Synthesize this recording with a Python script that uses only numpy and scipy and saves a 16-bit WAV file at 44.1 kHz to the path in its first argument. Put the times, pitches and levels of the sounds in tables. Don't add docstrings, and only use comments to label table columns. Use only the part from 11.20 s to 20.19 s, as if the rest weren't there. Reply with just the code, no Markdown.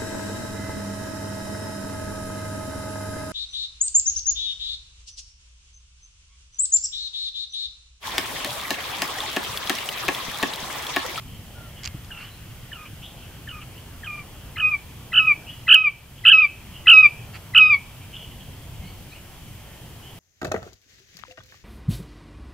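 import sys
import numpy as np
from scipy import signal
from scipy.fft import rfft, irfft
from scipy.io import wavfile
from scipy.ndimage import uniform_filter1d

SR = 44100
rng = np.random.default_rng(int(sys.argv[2]) if len(sys.argv) > 2 else 0)


def store_wav(level_fs):
    pcm = np.round(np.clip(np.atleast_2d(level_fs), -1, 1) * 32767)
    wavfile.write(sys.argv[1], SR, pcm.T.astype(np.int16))


N = 396459

BREAK_S, CATCH_WIDTH_S = .002, .006

# start and length in seconds, settled pitch in Hz, slide time and hitch
# time in seconds, hitch lift in Hz; levels in dB, before the throat, of the fundamental and of the octave
QUAIL_MUTTERS = [(0.898, .21, 1375, 0.0095, 0.092, 40, -49.5, -43.5, -46, -46, 0.75, 1.04),
                 (1.509, .18, 1243, .018, .051, 100, -47.5, -40.5, -51, -44.5, 0.4, 0.97),
                 (2.266, 0.18, 1231, .019, 0.047, 149, -46, -38.5, -48.5, -42, 0.34, 0.94),
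                 (2.825, 0.2, 1187, .018, 0.032, 269, -44, -37, -35, -38, .12, 0.27)]
# start and length in seconds, pitch at the catch in Hz, sag in
# Hz per second, crest length in seconds, crest lift in Hz; loudest from, loudest until and catch time in
# seconds; catch depth in dB; levels in dB, before the throat, of the fundamental, the side tone and the
# octave at the opening, at its loudest, before the catch and in the tail; beak gain on overtones in dB.
QUAIL_CROWS = [(3.354, 0.21, 1242, 60, 0.014, 38, .095, 0.12, 0.15, 17, -33.5, -33.5, -34, -15.5, -26, -21.5, -9),
               (3.915, 0.22, 1271, 200.4, 0.024, 216, 0.076, 0.091, 0.15, 12, -29, -31.5, -25, -12, -25.5, -15, -9),
               (4.465, 0.23, 1261, 261, 0.036, 300, 0.071, 0.081, .166, 18.5, -25.5, -24, -19, -2.5, -18.5, -12.5, -5),
               (5.036, 0.23, 1252, 620, 0.036, 320, 0.062, 0.12, 0.17, 0, -25, -26.5, -12, -3.5, -12, -12, 0),
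               (5.655, 0.22, 1249, 476, .02, 130, 0.095, 0.11, .166, 17, -23.5, -31.5, -10.5, -3.5, -14, -8, 1),
               (6.333, 0.23, 1239, 331, .015, 20, 0.051, 0.073, 0.16, 6.5, -26, -31.5, -13, -8.5, -17.5, -12.5, 1.5)]

def quail(whimper_at_s=.35):
    out = np.zeros(N)
    add(out, whimper_at_s, whimper())
    for start, *row in QUAIL_MUTTERS:
        add(out, start, mutter(*row))
    for start, *row in QUAIL_CROWS:
        add(out, start, crow(*row))
    return out


def crow(length, pitch_hz, sag, crest_s, crest_hz, loudest_s, until_s, catch_s, catch_db,
         low_db, side_db, open_db, top_db, late_db, tail_db, beak_db,
         pip_hz=2005, pip_s=.0135, quaver_at_s=.0195, quaver_s=.037, quaver_hz=245,
         sag_from_s=.085, fall_hz_per_s=2400, weak_db=-28.5, side_hz=1693):
    t = np.arange(0, length, 1 / SR)
    pip = 1 - step(t, pip_s, BREAK_S)
    quaver = np.sin(2 * np.pi * np.clip((t - quaver_at_s) / quaver_s, 0, 1)) ** 2
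    crest_at = quaver_at_s + quaver_s
    lift_hz = crest_hz * np.sin(np.pi * np.clip((t - crest_at) / crest_s, 0, 1) ** .75)
    crest = lift_hz / quaver_hz
    opening = 1 - step(t, crest_at + .68 * crest_s, CATCH_WIDTH_S)
    catch, tail = hump(t, catch_s, CATCH_WIDTH_S), step(t, catch_s, CATCH_WIDTH_S)

    hz = pitch_hz + sag * (catch_s - np.clip(t, sag_from_s, catch_s))
    hz -= fall_hz_per_s * np.maximum(t - catch_s - .006, 0)
    hz += quaver_hz * quaver + lift_hz + 40 * catch
    hz += pip * (pip_hz - hz)

    swell_db = np.interp(t, [pip_s, loudest_s, until_s, catch_s], [open_db, top_db, top_db, late_db])
    swell_db += tail * (tail_db - swell_db) - catch_db * catch
    octave_db = swell_db + pip * (-42 - swell_db)
    fundamental_db = low_db + .22 * (swell_db - top_db) * (1 - pip)
    fundamental_db += 2 * crest - 1.5 * pip - 4 * tail
    overtones_db = beak_db - 12 * opening - 9 * catch
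    waver_db = 1.25 * flutter(len(t), width_hz=25).real
    fade_db = 18.5 * edges(t, attack_s=.0069, release_s=.014) + waver_db

    weak = step(-swell_db, -weak_db, 4) * (t < loudest_s)
    rough = .02 + .068 * opening + .3 * weak
    side_tone = (np.exp(2j * np.pi * side_hz * t) * flutter(len(t), width_hz=49)).real
    side_tone *= gain_of(side_db) * (quaver + crest)
    return side_tone + voice(hz, fundamental_db - fade_db, octave_db - fade_db, rough, overtones_db)


def mutter(length, pitch_hz, slide_s, hitch_s, hitch_hz, low_db, yelp_db, settled_db, ending_db,
           settled_rough, ending_rough, squeak_hz=2160, catch_s=.138, throb_hz=34.6,
           droop_hz_per_s=900, yelp_rough=.34):
    t = np.arange(0, length, 1 / SR)
    yelp = np.exp(-np.maximum(t - .023, 0) / .04)
    ending = step(t, catch_s, CATCH_WIDTH_S)
    hz = pitch_hz + (squeak_hz - pitch_hz) * np.exp(-t / slide_s) + hitch_hz * hump(t, hitch_s, .008)
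    hz += ending * (90 * ending_rough - droop_hz_per_s * (t - catch_s))

    throb_db = 6 * np.cos(2 * np.pi * throb_hz * (t - .022)) * np.exp(-t / .13) * (1 - ending)
    octave_db = settled_db + throb_db + yelp * (yelp_db - settled_db) + ending * (ending_db - settled_db)
    octave_db -= 11 * (1 - step(t, .01, BREAK_S))
    squeak = hump(t, at=.01, width=.0054)
    fundamental_db = low_db + 10 * squeak - 2 * ending
    fade_db = 11 * edges(t, attack_s=.009, release_s=.026) + 10 * hump(t, catch_s, CATCH_WIDTH_S)
    rough = settled_rough + yelp * (yelp_rough - settled_rough) + ending * (ending_rough - settled_rough)
    return voice(hz, fundamental_db - fade_db, octave_db - fade_db, rough, beak_db=-11, rasp_hz=330)


def whimper(length_s=.13, from_hz=1460, to_hz=1340):
    t = np.arange(0, length_s, 1 / SR)
    hz = np.linspace(from_hz, to_hz, len(t))
    fade_db = 6 * edges(t, attack_s=.018, release_s=.072)
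    return voice(hz, low_db=-48.5 - fade_db, octave_db=-63 - fade_db, rough=.24, beak_db=-8)


# frequency in Hz, gain in dB.
THROAT_COLOUR = [(1080, -7.5), (1180, -1), (1720, -1), (1980, -2), (2230, -1.5), (3050, 1.5), (3180, -8),
                 (3320, -22), (3600, -13), (4200, -12)]
# frequency in Hz, level against the fundamental in dB.
OVERTONE_COLOUR = [(3350, -12), (3800, -16), (4200, -14.5), (4450, -15.5), (4650, -13), (5100, -21.5),
                   (5450, -28.5), (6300, -44), (8000, -46)]

def voice(hz, low_db, octave_db, rough, beak_db, rasp_hz=260, easy_hz=1310, strain_db_per_hz=.2):
    size = len(hz)
    hz = hz * (1 + (.0064 + .04 * rough) * flutter(size, width_hz=70).real)
    strength = gain_of(6 * np.minimum(rough, .5) * flutter(size, width_hz=45).real)
    phase = 2 * np.pi * np.cumsum(hz) / SR
    partials = [(1, low_db + read(THROAT_COLOUR, hz), rough),
                (2, octave_db + read(THROAT_COLOUR, 2 * hz), rough)]
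    upper_db = low_db + beak_db - strain_db_per_hz * np.clip(hz - easy_hz, 0, 400)
    partials += [(k, upper_db + read(OVERTONE_COLOUR, k * hz), rough + .23) for k in range(3, 7)]
    tone = 0
    for k, db, hoarseness in partials:
        smear = np.clip(.94 * hoarseness, 0, 1)
        rasp = np.sqrt(1 - smear ** 2) + smear * flutter(size, rasp_hz)
        tone += gain_of(db) * np.exp(1j * k * phase) * rasp
    return np.sqrt(2) * strength * tone.real * signal.windows.tukey(size, .04)


# delay in seconds, level in dB, side (-1 left, 1 right).
PEN_REFLECTIONS = [(.0031, -13.5, 0.55), (.0082, -15, -0.32), (0.0145, -10.5, 0.53), (0.0227, -25, -0.8),
                   (0.038, -24, 0)]

def pen(calls, direct_s=.0014, bird_side=-.17, port_lag_s=.000092):
    hz = np.fft.rfftfreq(N, 1 / SR)
    ports = np.array([[.5], [-.5]])
    paths = sum(gain_of(db) * np.exp(-2j * np.pi * hz * (delay + ports * side * port_lag_s))
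                for delay, db, side in [(direct_s, 0, bird_side)] + PEN_REFLECTIONS)
    balance_db = read([(700, -.5), (1300, 1), (2400, 1.3), (3000, -3.5), (4400, 11.5), (8000, 0)], hz)
    return irfft(rfft(calls) * paths * gain_of(ports * balance_db), N)


# start in seconds, level in dB.
GRIT_CRACKS = [(0.6346, -28), (0.6436, -26), (0.653, -24), (0.6582, -20), (.675, -24), (0.847, -41)]
# start in seconds, length in seconds, level in dB.
FOOT_SCUFFS = [(0.623, 0.076, -41.5), (0.953, 0.15, -45.5), (6.124, 0.065, -39.5)]
# frequency in Hz, relative level in dB.
GRIT_COLOUR = [(300, -14), (1000, -11.5), (2100, -5), (3000, 2), (4000, -4), (4800, 7), (5500, -2),
               (7000, 1.5), (8500, -20), (15000, -30)]
SCUFF_COLOUR = [(500, -25), (1400, -2.5), (2700, 2), (3600, -13), (4500, -5), (6000, -21), (14000, -27)]

def feet(crack_s=.0017, left_db=-3):
    cracks, scuffs = np.zeros((2, 2, N))
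    t = np.arange(SR // 100) / SR
    for start, db in GRIT_CRACKS:
        burst = rng.standard_normal(len(t)) + .64 * rng.standard_normal((2, len(t)))
        add(cracks, start, gain_of(db) * burst * np.exp(-t / crack_s))
    for start, length, db in FOOT_SCUFFS:
        size = int(length * SR)
        rub = rng.standard_normal(size) + .5 * rng.standard_normal((2, size))
        add(scuffs, start, gain_of(db) * rub * np.hanning(size))
    return (coloured(cracks, GRIT_COLOUR) + coloured(scuffs, SCUFF_COLOUR)) * gain_of([[left_db], [0]])


# start in seconds, pitch in Hz, level in dB, decay in seconds.
SOFT_BUMPS = [(.672, 85, -31.5, 0.006), (0.7449, 128, -24.5, 0.0032), (.745, 290, -37, .004),
              (7.326, 97, -35, 0.012), (7.594, 78.6, -25.5, 0.0058)]

def bumps():
    out, t = np.zeros(N), np.arange(SR // 5) / SR
    for start, hz, db, decay in SOFT_BUMPS:
        envelope = t / decay * np.exp(1 - t / decay)
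        add(out, start, -gain_of(db) * np.sin(2 * np.pi * hz * t) * envelope)
    return out


# start and length in seconds, first and last pitch in Hz,
# level in dB before the mix, harshness as band width in Hz.
FAR_CHIRPS = [(0.059, 0.14, 2970, 3100, -53.5, 220), (.5, .3, 2070, 2130, -58, 50),
              (.555, 0.059, 2980, 3190, -47.5, 200), (1.095, 0.065, 3930, 4140, -55, 100),
              (1.814, 0.066, 2757, 3600, -41.5, 333), (1.951, 0.15, 3000, 2810, -53, 300),
              (2.545, 0.056, 2800, 2970, -50, 250), (4.259, 0.068, 2435, 3330, -38.5, 200),
              (4.977, .025, 3010, 3190, -46, 298), (5.516, 0.1, 2880, 3050, -46.5, 197),
              (6.80, 0.055, 2100, 2640, -53.5, 120), (6.923, 0.062, 2770, 3290, -39, 300),
              (6.985, 0.087, 3070, 3030, -44.5, 220), (7.11, 0.025, 3000, 3050, -47.5, 200),
              (7.187, 0.051, 3110, 3190, -48, 200), (7.60, 0.12, 2030, 2330, -54, 25),
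              (7.621, 0.11, 2980, 3050, -54, 150), (7.632, 0.094, 4120, 4600, -57.5, 320),
              (7.892, 0.056, 3870, 4400, -56, 260), (7.915, 0.061, 2330, 3000, -45.5, 80),
              (8.50, 0.056, 2000, 2300, -59, 70), (8.804, 0.13, 2990, 3170, -51, 199)]

def far_birds():
    out = np.zeros(N)
    for start, length, from_hz, to_hz, db, width_hz in FAR_CHIRPS:
        size = int(length * SR)
        phase = 2 * np.pi * np.cumsum(np.linspace(from_hz, to_hz, size)) / SR
        tone = (np.exp(1j * phase) * flutter(size, width_hz)).real
        add(out, start, gain_of(db) * np.sqrt(2) * tone * signal.windows.tukey(size, .6))
    return out


# frequency in Hz, time to fall 60 dB in seconds.
YARD_DECAY = [(1000, 0.31), (2500, 0.42), (5000, 0.54), (12000, 0.19)]

def yard(sound, apart=.33, build_s=.023):
    taps = rng.standard_normal(SR) + apart * rng.standard_normal((2, SR))
    taps *= np.clip(np.arange(SR) / SR / build_s, 0, 1)
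    hz, t, bands = signal.stft(taps, SR, nperseg=256)
    decay = gain_of(-60 * t / read(YARD_DECAY, hz)[:, None])
    tail = signal.istft(bands * decay, SR, nperseg=256)[1]
    return signal.fftconvolve(sound[None], tail / np.linalg.norm(tail[0]), axes=1)[:, :N]


# frequency in Hz, relative level in dB.
AIR_COLOUR = [(22, -12), (50, -4), (115, -1), (200, -12), (300, -17), (450, -21.5), (850, -22), (1500, -27),
              (2400, -26), (3150, -22), (3700, -30.5), (8000, -32.5), (14300, -31), (15600, -33.5)]
# frequency in Hz, left-right correlation.
AIR_CORRELATION = [(60, 0.94), (130, 0.99), (300, 0.82), (800, 0.79), (1500, 0.79), (3100, 0.36),
                   (6000, 0.13), (15000, 0.017)]
# time in seconds, gain in dB.
RUMBLE_SWELL = [(0, 0.5), (1, 0), (2, -1.2), (3, 0.5), (4.5, -2), (6, 0.2), (6.8, -1.5), (7.4, 3.5),
                (8, 0.5), (9, -0.5)]

def air(level_db=-41, patchy_db=1.55, calm_hz=3500, rumble_hz=250, left_lead_s=.00004):
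    t = np.arange(N // 512 + 5) * 512 / SR
    hz = np.fft.rfftfreq(2048, 1 / SR)
    noise = rng.standard_normal((5, len(t), len(hz)))
    shared, separate = noise[0] + 1j * noise[1], noise[2] + 1j * noise[3]
    patches = evened(uniform_filter1d(uniform_filter1d(noise[4], size=14, axis=0), size=20, axis=1))
    rustle_db = patchy_db * patches / (1 + (hz / calm_hz) ** 4)
    swell_db = np.interp(t, *np.transpose(RUMBLE_SWELL))[:, None] / (1 + (hz / rumble_hz) ** 2)
    alike = read(AIR_CORRELATION, hz)
    left = shared * np.exp(2j * np.pi * hz * left_lead_s)
    right = alike * shared + np.sqrt(1 - alike ** 2) * separate
    bands = np.array([left, right]) * gain_of(read(AIR_COLOUR, hz) + swell_db + rustle_db)
    ambience = signal.istft(bands.transpose(0, 2, 1), nperseg=2048, noverlap=1536)[1]
    return gain_of(level_db) * evened(ambience[:, :N])


def gain_of(db):
    return 10 ** (np.asarray(db) / 20)


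def evened(x):
    return x / np.sqrt(np.mean(abs(x) ** 2) + 1e-20)


def read(points, hz):
    f, value = np.transpose(points)
    return np.interp(np.log(hz + 1), np.log(f + 1), value)


def add(mix, start_s, sound):
    part = mix[..., round(start_s * SR):][..., :sound.shape[-1]]
    part += sound[..., :part.shape[-1]]


def coloured(x, points):
    return irfft(rfft(x) * evened(gain_of(read(points, np.fft.rfftfreq(N, 1 / SR)))), N)


def flutter(size, width_hz):
    noise = rng.standard_normal(size) + 1j * rng.standard_normal(size)
    band = np.exp(-.5 * (np.fft.fftfreq(size, 1 / SR) / width_hz) ** 2)
    return evened(np.fft.ifft(np.fft.fft(noise) * band))


def hump(t, at, width):
    return np.exp(-((t - at) / width) ** 2)


def step(t, at, width):
    return .5 + .5 * np.tanh((t - at) / width)


def edges(t, attack_s, release_s):
    return np.maximum(1 - t / attack_s, 0) + np.maximum(1 - (t[-1] - t) / release_s, 0)


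def scene(quail_wet_db=-25, far_wet_db=-8, far_direct_db=-1):
    near, far = quail(), far_birds()
    tail = yard(gain_of(quail_wet_db) * near + gain_of(far_wet_db) * far)
    return pen(near) + gain_of(far_direct_db) * far + tail + feet() + bumps() + air()


def record(dry, ceiling_db=.86, attack_s=.0004, recover_db_per_s=10, rail=.97, crackle=1.19,
           top_hz=15700, block=128):
    peaks = np.maximum.reduceat(abs(dry).max(0), np.arange(0, N, block))
    over_db = np.maximum(20 * np.log10(np.repeat(peaks, block)[:N] + 1e-9) - ceiling_db, 0)
    recovery_db = np.arange(N) / SR * recover_db_per_s
    duck_db = np.maximum.accumulate(over_db + recovery_db) - recovery_db
    pole = np.exp(-1 / (attack_s * SR))
    limited = dry / gain_of(signal.lfilter([1 - pole], [1, -pole], duck_db))
    excess = limited - np.clip(limited, -rail, rail)
    breakup = crackle * uniform_filter1d(rng.standard_normal(N) ** 2, size=3)
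    clipped = np.clip(limited - excess * breakup, -rail, rail)
    lowpass = signal.firwin(511, top_hz, window=("kaiser", 9), fs=SR)
    return signal.oaconvolve(clipped, lowpass[None], "same", axes=1)


dry = scene()
out = record(dry)
store_wav(out)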